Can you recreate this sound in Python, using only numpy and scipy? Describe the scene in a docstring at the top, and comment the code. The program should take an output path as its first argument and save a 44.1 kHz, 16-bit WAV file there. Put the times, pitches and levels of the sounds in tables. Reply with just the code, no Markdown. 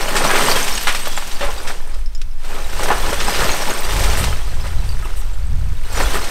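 """Broken concrete slides out of a tipped wheelbarrow onto a rubble pile, outdoors on a gusty day.
Blocks knock, shards clink and grit pours; after a lull the barrow is rocked and the rest scrapes out.
The slide is thousands of short damped rings and noise; blocks, shards and scuffs are placed one by one.
The yard scatters the rubble's sound; low filtered noise is the wind buffeting the microphone throughout."""
import sys
import numpy as np
from scipy import signal
from scipy.fft import rfft, irfft, next_fast_len
from scipy.io import wavfile
from scipy.ndimage import uniform_filter1d

SR = 44100
rng = np.random.default_rng(int(sys.argv[2]) if len(sys.argv) > 2 else 0)


def generate_wav(sig):
    """Save sig (samples, or channels by samples) to the path in sys.argv[1] as 16-bit PCM at SR."""
    pcm = np.round(np.clip(np.atleast_2d(sig).T, -1, 1) * 32767).astype(np.int16)
    wavfile.write(sys.argv[1], SR, pcm)


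N = 277830
TIME = np.arange(N) / SR

# resonances of the steel tub: f/Hz, width/Hz, lift/dB (negative is a dip)
TUB = [(395, 42, 3), (569, 18, 2.5), (835, 49, 4), (990, 61, 4.5), (1275, 19, 3.5), (1460, 110, 1),
       (1660, 13, -2.5), (1790, 41, 3.5)]
# colour of the grit and of a shard's tick: f/Hz, level/dB
GRIT_COLOUR = [(1200, 0.5), (2400, 0.5), (3300, -0.5), (5000, -3), (6300, -4), (7000, -6.5), (8400, -2.5),
               (9300, -4.5), (10200, -14.5), (11300, -10), (12700, -10), (14300, -12.5), (16000, -21)]


def amp(db):
    """Decibels to gain."""
    return 10 ** (np.asarray(db) / 20)


def evened(x):
    """Scales to rms 1."""
    return x / np.sqrt(np.mean(x ** 2) + 1e-20)


def coloured(x, points, peaks=()):
    """Filters by a smooth spectrum with optional resonant peaks."""
    size = next_fast_len(len(x) + 2048)
    hz = np.fft.rfftfreq(size, 1 / SR)
    point_hz, point_db = np.transpose(points)
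    shape_db = np.interp(np.log(hz + 1), np.log(point_hz + 1), point_db)
    for centre, width, lift_db in peaks:
        shape_db = shape_db + lift_db / (1 + (2 * (hz - centre) / width) ** 2)
    return irfft(rfft(x, size) * amp(shape_db), size)[:len(x)]


def steadied(x, size):
    """Holds the rms near 1 over windows of size samples, keeping the faster detail."""
    power = uniform_filter1d(uniform_filter1d(x ** 2, size), size)
    return x / np.sqrt(abs(power) + 1e-4 * np.mean(x ** 2))


def add(mix, s, sound):
    """Mixes a sound in at time s."""
    part = mix[max(round(s * SR), 0):][:len(sound)]
    part += sound[:len(part)]


def slide():
    """Chunks drum on the tub and tumble over each other while grit pours between them."""
    # colour of the drumming tub: f/Hz, level/dB
    drum_colour = [(80, -59), (160, 1), (225, -7.5), (300, -2), (380, -1), (540, 0.5), (720, -4),
                   (1400, -18)]
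    # colour of the tumbling chunks: f/Hz, level/dB
    chunk_colour = [(250, -20), (480, -12), (680, -1.5), (1300, 0), (1900, -3), (2700, -8.5), (3700, -17),
                    (7000, -15.5)]
    # narrow rings that the small shards share: f/Hz, width/Hz, lift/dB (negative is a dip)
    shard_rings = [(4370, 24, 3.5), (5150, 51, 4.5), (5860, 53, 6.5), (6320, 38, 1), (8100, 40, 5),
                   (8500, 22, -5), (12600, 70, 5)]
    slips_per_s, slip_fall_s, slip_depth = 61, .012, 0.66
    drum_db, drum_power, max_coarseness = -6.5, 0.78, 1.16

    drum = collisions(100, 1000, cycles=1.2, spread_db=2.5, count=6000, size=700)
    chunks = collisions(400, 5000, cycles=1.9, spread_db=3.8, count=13000, size=450)
    chips = collisions(1890, 18100, cycles=1.6, spread_db=5.0, count=16000, size=128)
    shards = collisions(2500, 13000, cycles=40, spread_db=3.8, count=1300, size=2200)
    grit = chips + amp(-1.0) * shards + amp(7.5) * rng.standard_normal(N)

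    # the load moves in small slips, each a sudden rise and a quick fall shared by all stone sizes
    slips = (rng.random(N) < slips_per_s / SR) * rng.exponential(1, N)
    slipping = signal.lfilter([1], [1, -np.exp(-1 / (slip_fall_s * SR))], slips)
    surge = np.sqrt(1 + slip_depth * slipping)

    # the tub drums with the chunks, more so the more they outweigh the grit, up to a limit
    chunk_gain, grit_gain = flow()
    coarseness = np.minimum(chunk_gain / grit_gain, max_coarseness)
    drum_gain = amp(drum_db) * chunk_gain * coarseness ** drum_power

    drumming = steadied(coloured(drum * surge, drum_colour, TUB), size=2800)
    tumbling = steadied(coloured(chunks * surge, chunk_colour, TUB), size=2400)
    pouring = steadied(coloured(grit * surge, GRIT_COLOUR, shard_rings), size=2400)
    return drum_gain * drumming + amp(-2.28) * chunk_gain * tumbling + amp(0.5) * grit_gain * pouring


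def flow():
    """Gains of chunks and grit: the dump, then the scraping, with collapses that rise, hold and die away."""
    # the load runs out and trickles to rest, before the layer trims: t/s, chunks level/dB, grit level/dB
    dump = [(0, -24.5, -26.5), (0.1, -23, -26.5), (0.22, -18, -25), (0.5, -17.5, -19), (0.8, -35, -25.5),
            (1.25, -37.5, -32), (1.69, -32, -35.5), (1.8, -41, -43), (1.97, -41.5, -43.5), (2.08, -62, -52),
            (2.37, -57, -52.5)]
    # rubble while the barrow is rocked and dragged free, before each size's share: t/s, level/dB
    scrape = [(2.45, -40), (2.55, -37.5), (2.7, -36.5), (2.8, -30.5), (3.15, -29.5), (3.42, -25),
              (3.6, -27), (3.83, -30.5), (3.97, -26), (4.24, -27.5), (4.4, -38), (4.6, -40), (5.15, -42),
              (5.45, -47), (5.8, -45.5), (5.88, -40), (5.98, -27), (6.3, -33)]
    # heaps of chunks that give way together, before the layer trims: t/s, time from start to fall/s, level/dB
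    collapses = [(0.22, 0.21, -37), (0.85, .035, -34), (1.405, 0.076, -41), (1.677, 0.032, -30),
                 (2.491, 0.11, -32.5), (2.78, 0.11, -25.5), (3.033, 0.074, -24.5), (3.38, 0.079, -20.5),
                 (3.663, 0.051, -22.5), (4.633, 0.027, -29.5), (5.035, 0.049, -36), (5.96, 0.063, -22),
                 (6.123, 0.047, -22.5)]
    chunks_share_db, grit_share_db = 2, 1.5
    rise_s, fall_s, collapse_grit_db = 0.018, 0.022, -10.5

    scraping = [(s, db + chunks_share_db, db + grit_share_db) for s, db in scrape]
    times, chunks_db, grit_db = np.vstack([dump, scraping]).T
    heaps = 0
    for s, hold, db in collapses:
        rise = np.clip((TIME - s) / rise_s, 0, 1)
        fall = np.exp(-np.maximum(TIME - s - hold, 0) / fall_s)
        heaps = heaps + amp(db) * rise * fall
    chunk_gain = np.hypot(amp(np.interp(TIME, times, chunks_db)), heaps)
    grit_gain = np.hypot(amp(np.interp(TIME, times, grit_db)), amp(collapse_grit_db) * heaps)
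    return chunk_gain, grit_gain


def collisions(low_hz, high_hz, cycles, spread_db, count, size):
    """A hail of stone contacts: each a short damped ring with its own pitch and force."""
    when, pitch, damping, force, side = rng.random((count, 5)).T
    hz = low_hz * (high_hz / low_hz) ** pitch
    life = np.minimum(cycles * (.5 + damping) / hz * SR, size / 4)  # samples; higher rings die sooner
    force_db = spread_db * np.minimum(-np.log(1 - force), 4.5)  # few contacts are hard
    height = amp(force_db) * np.sign(side - .5) * np.sqrt(hz / life)
    n = np.arange(size, dtype=np.float32)
    turn = np.float32(2 * np.pi * hz / SR)[:, None]
    fall = np.float32(1 / life)[:, None]
    rings = height[:, None] * np.sin(turn * n) * np.exp(-fall * n)
    at = (when * N).astype(int)[:, None] + np.arange(size)
    return evened(np.bincount(at.ravel(), rings.ravel(), N + size)[:N])


def knock(db, hz, t60, grit_db, size=7000):
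    """A block strikes, chatters on its neighbours as it settles, and crushes grit."""
    # colour of a block's cracking edge: f/Hz, level/dB
    crack_colour = [(1200, -5.5), (2400, 1), (3800, -1), (5300, -1.5), (7000, -6), (8600, -1.5),
                    (10200, -13), (12700, -14), (16000, -27)]
    t = np.arange(size) / SR
    chance, force, crunch, crumbs = rng.standard_normal((4, size))
    block = signal.butter(2, [0.46 * hz, min(1.79 * hz, SR / 3)], "bandpass", fs=SR)
    strike = signal.lfilter(*block, t == 0)
    contacts = force * (chance > 1.4)
    chatter = steadied(signal.lfilter(*block, contacts), size=200)
    settling = chatter * (1 - np.exp(-t / .0006)) * amp(-60 * t / t60)
    ring = np.sin(2 * np.pi * hz * t) * np.exp(-t * hz / 3)  # concrete rings for only a few cycles
    body = 2.6 * strike / abs(strike).max() + ring + settling

    crackle = evened(coloured(crunch * amp(3.2 * np.minimum(crumbs, 2)), crack_colour))
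    crush = crackle * amp(-60 * t / (1.28 * t60)) * (1 - np.exp(-t / 0.0012))
    attack = t < .009  # both levels are set over this opening
    return amp(db) * body / np.std(body[attack]) + amp(grit_db) * crush / np.std(crush[attack])


def tub_blow(db, hz, drag, size=7000):
    """A blow and a short drag set the tub's modes ringing, most strongly those near hz."""
    t = np.arange(size) / SR
    push = rng.standard_normal(size) * np.exp(-t / drag) + 12 * (t == 0)
    modes = 0
    for mode_hz, width, _ in TUB:
        # a wider resonance dies sooner
        fade = np.exp(-np.pi * width * t - 8.8 * np.log(mode_hz / hz) ** 2)
        modes = modes + np.sin(2 * np.pi * mode_hz * t) * fade
    ring = signal.fftconvolve(push, modes)[:size]
    return amp(db) * ring / np.std(ring[t < .02])


def clink(db, hz, size=8000):
    """A flat shard ticks and rings with one strong mode, made uneven as it rocks on the stones."""
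    t60_s = .07
    t = np.arange(size) / SR
    crack, rocking = rng.standard_normal((2, size))
    uneven = evened(uniform_filter1d(rocking, 150))
    ring = np.sin(2 * np.pi * hz * t + 0.77 * uneven) * amp(-60 * t / t60_s)
    tick = amp(-5.5) * evened(coloured(crack, GRIT_COLOUR)) * np.exp(-t / 0.0027)
    return amp(db) * (ring + tick)


def squeal(length, hz, db, waver=0.0033):
    """Stick and slip holds one wavering, uneven tone while an edge drags along."""
    size = int(length * SR)
    drift, grip = (evened(uniform_filter1d(row, 250))[:size] for row in rng.standard_normal((2, SR)))
    tone = np.sin(2 * np.pi * np.cumsum(hz * (1 + waver * drift)) / SR)
    return amp(db) * evened(tone * amp(3 * grip) * signal.windows.tukey(size, .5))


def scuff(length, db):
    """Gravel shifts under weight: a short swell of tiny bright snaps."""
    # colour of the gravel: f/Hz, level/dB
    gravel_colour = [(2500, -27), (5000, -26), (8500, 10), (10200, -2), (13000, 2), (16000, -17)]
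    size = int(1.44 * length * SR)
    snaps, force = rng.standard_normal((2, SR // 2))[:, :size]
    crunch = evened(coloured(snaps * amp(3.6 * force), gravel_colour))
    return amp(db) * crunch * signal.windows.tukey(size, .6)


def yard(x, t60=0.16, wet_db=-18, size=14000):
    """Diffuse scatter from the gravel, the trees and the shed wall: a short tail of decaying noise."""
    t = np.arange(size) / SR
    tail = rng.standard_normal(size) * (1 - np.exp(-t / 0.0054)) * amp(-60 * t / t60)
    return x + amp(wet_db) * signal.fftconvolve(x, tail / np.linalg.norm(tail))[:N]


def wind():
    """Large eddies heave the diaphragm all the time; gusts add rumble and faster buffeting."""
    # colours of the heave, the gust rumble and the faster buffeting: f/Hz, level/dB
    heave_colour = [(2, -2), (5, 1.5), (14, 6), (22, -24.5), (32, -38), (60, -66), (150, -93)]
    rumble_colour = [(10, -30), (20, 0.5), (30, -12), (45, -3), (60, -30), (85, -58), (200, -85)]
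    buffet_colour = [(35, -27), (62, 11), (90, 1), (125, -3.5), (175, -15.5), (260, -24.5), (600, -74)]
    heave = steadied(coloured(rng.standard_normal(N), heave_colour), size=6000)
    rumble = steadied(coloured(rng.standard_normal(N), rumble_colour), size=4000)
    buffet = steadied(coloured(rng.standard_normal(N), buffet_colour), size=3500)
    rumble_gain, buffet_gain = gusting()
    return amp(-14.0) * heave + amp(-2.0) * rumble_gain * rumble + amp(1.5) * buffet_gain * buffet


def gusting():
    """Gains of rumble and buffeting: each gust is a bell-shaped swell over a steady breeze."""
    # gusts at the microphone, before the layer trims:
    # peak t/s, standard deviation/s, rumble level/dB, buffeting level/dB
    gusts = [(0.47, 0.047, -45, -54), (0.73, 0.057, -23, -41), (1.5, 0.057, -18, -44.5),
             (2.03, 0.087, -18, -46), (2.27, 0.033, -17, -39), (2.75, .1, -20.5, -35),
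             (3.07, 0.17, -19, -32.5), (3.44, 0.075, -21, -28.5), (4.04, 0.11, -13.5, -23.5),
             (4.25, 0.078, -14.5, -19.5), (4.55, 0.13, -17, -28), (4.83, 0.15, -16, -24),
             (5.18, 0.15, -18.5, -36), (5.58, 0.16, -16, -22.5), (6.02, 0.13, -14.5, -27.5)]
    rumble, buffet = amp(-33), amp(-52.5)  # the breeze between the gusts
    for s, width, rumble_db, buffet_db in gusts:
        swell = np.exp(-((TIME - s) / width) ** 2 / 2)
        rumble = np.hypot(rumble, amp(rumble_db) * swell)
        buffet = np.hypot(buffet, amp(buffet_db) * swell ** 1.28)  # a little briefer
    return rumble, buffet


def air():
    """The faint wash of the open yard and woods: steady filtered noise."""
    # colour of the distant wash: f/Hz, level/dB
    air_colour = [(100, 21), (400, 3.5), (1400, 5.5), (2500, 0), (9000, -10), (10200, -8), (15000, -11)]
    return amp(-46.5) * evened(coloured(rng.standard_normal(N), air_colour))


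def scene():
    """Rubble in the yard, with wind on the microphone."""
    # blocks landing: t/s, opening level/dB, f/Hz, chatter t60/s, crushed grit opening level/dB
    knocks = [(0.164, -17.5, 1480, 0.16, -18.5), (0.242, -20, 1300, 0.13, -20),
              (0.305, -16.5, 1310, 0.15, -42), (0.356, -16.5, 1600, 0.23, -26), (0.571, -20, 1040, .1, -25),
              (0.777, -20, 3060, .05, -31), (0.871, -14, 1710, 0.075, -22), (0.88, -15, 1670, 0.21, -28),
              (0.948, -20, 1460, 0.082, -22.5), (1.055, -30, 1160, 0.072, -27),
              (1.072, -22, 860, 0.034, -35), (1.176, -20, 1140, 0.059, -29), (1.224, -28, 960, 0.037, -45),
              (1.314, -31, 3110, 0.046, -32.5), (1.409, -23.5, 1800, 0.35, -45),
              (1.428, -22, 770, 0.25, -34), (1.671, -30.5, 2290, 0.27, -29), (1.943, -45, 2600, 0.037, -40),
              (2.216, -32.5, 3100, 0.032, -36.5), (2.832, -25, 850, 0.079, -23.5),
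              (2.884, -19.5, 900, 0.14, -46), (2.903, -15, 900, 0.3, -42), (2.917, -15, 835, 0.063, -40),
              (3.129, -18.5, 720, 0.07, -28), (3.203, -21.5, 2660, 0.18, -42), (3.282, -22, 840, 0.17, -27),
              (3.346, -21, 2780, 0.19, -38), (3.493, -18.5, 1340, 0.072, -38),
              (4.036, -26, 2200, 0.15, -25), (4.24, -31, 2800, 0.063, -21.5),
              (4.666, -38, 1030, 0.12, -33.5), (6.005, -22, 920, 0.12, -46), (6.153, -25, 1790, 0.14, -38),
              (6.239, -36, 1040, 0.092, -28)]
    # blocks that hit the tub and drag on it: t/s, opening level/dB, strongest f/Hz, drag decay/s
    tub_blows = [(0.303, -19, 1500, 0.0068), (0.872, -24, 1610, 0.0076), (1.409, -25.5, 600, .034),
                 (1.486, -25.5, 870, 0.011), (1.671, -33, 1600, 0.0067), (2.904, -15.5, 880, 0.0075),
                 (3.132, -26.5, 580, 0.0043), (3.283, -21, 790, 0.0051), (3.426, -24.5, 1400, 0.03),
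                 (4.32, -34, 1190, .004), (5.026, -34, 1320, 0.0043)]
    # shards that ring: t/s, ring's starting peak level/dB, f/Hz
    clinks = [(0.276, -19, 5900), (0.514, -12, 4630), (0.628, -19, 6260), (0.726, -20, 5470),
              (1.167, -21, 7360), (1.58, -29, 3750), (2.06, -33.5, 5220), (2.149, -36.5, 7019),
              (2.15, -30, 5200), (2.177, -41, 5600), (2.313, -42, 5260), (3.244, -24, 8560),
              (3.515, -18, 6500), (3.703, -21, 6560), (3.79, -22.5, 8400), (3.805, -27, 14685),
              (4.61, -31, 5170), (4.89, -27, 4680)]
    # stone edges squealing on the steel: t/s, length/s, f/Hz, level/dB
    squeals = [(0.99, 0.063, 8320, -37), (1.045, 0.16, 3365, -39), (3.25, 0.11, 5000, -37),
               (3.985, .07, 5640, -40)]
    # gravel under boots and barrow: t/s, length before stretch/s, level before the swell/dB
    scuffs = [(2.827, 0.021, -31.5), (4.159, 0.049, -29.5), (4.842, 0.074, -46), (5.015, 0.041, -46),
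              (5.155, 0.048, -38.5), (5.944, 0.036, -43), (6.126, 0.043, -32)]

    rubble = slide()
    for source, table in [(knock, knocks), (tub_blow, tub_blows), (clink, clinks),
                          (squeal, squeals), (scuff, scuffs)]:
        for s, *settings in table:
            add(rubble, s, source(*settings))
    eased = signal.windows.tukey(N, .012)  # the wind fades in and out at the very ends
    return (yard(rubble) + air() + eased * wind())[None]


def record(dry):
    """The loudest peaks are rounded off; then the band limit."""
    edge_hz = 15750
    rounded = dry / (1 + dry ** 6) ** (1 / 6)
    lowpass = signal.firwin(511, edge_hz, window=("kaiser", 9), fs=SR)
    return signal.oaconvolve(rounded, lowpass[None], "same")


dry = scene()
out = record(dry)
generate_wav(out)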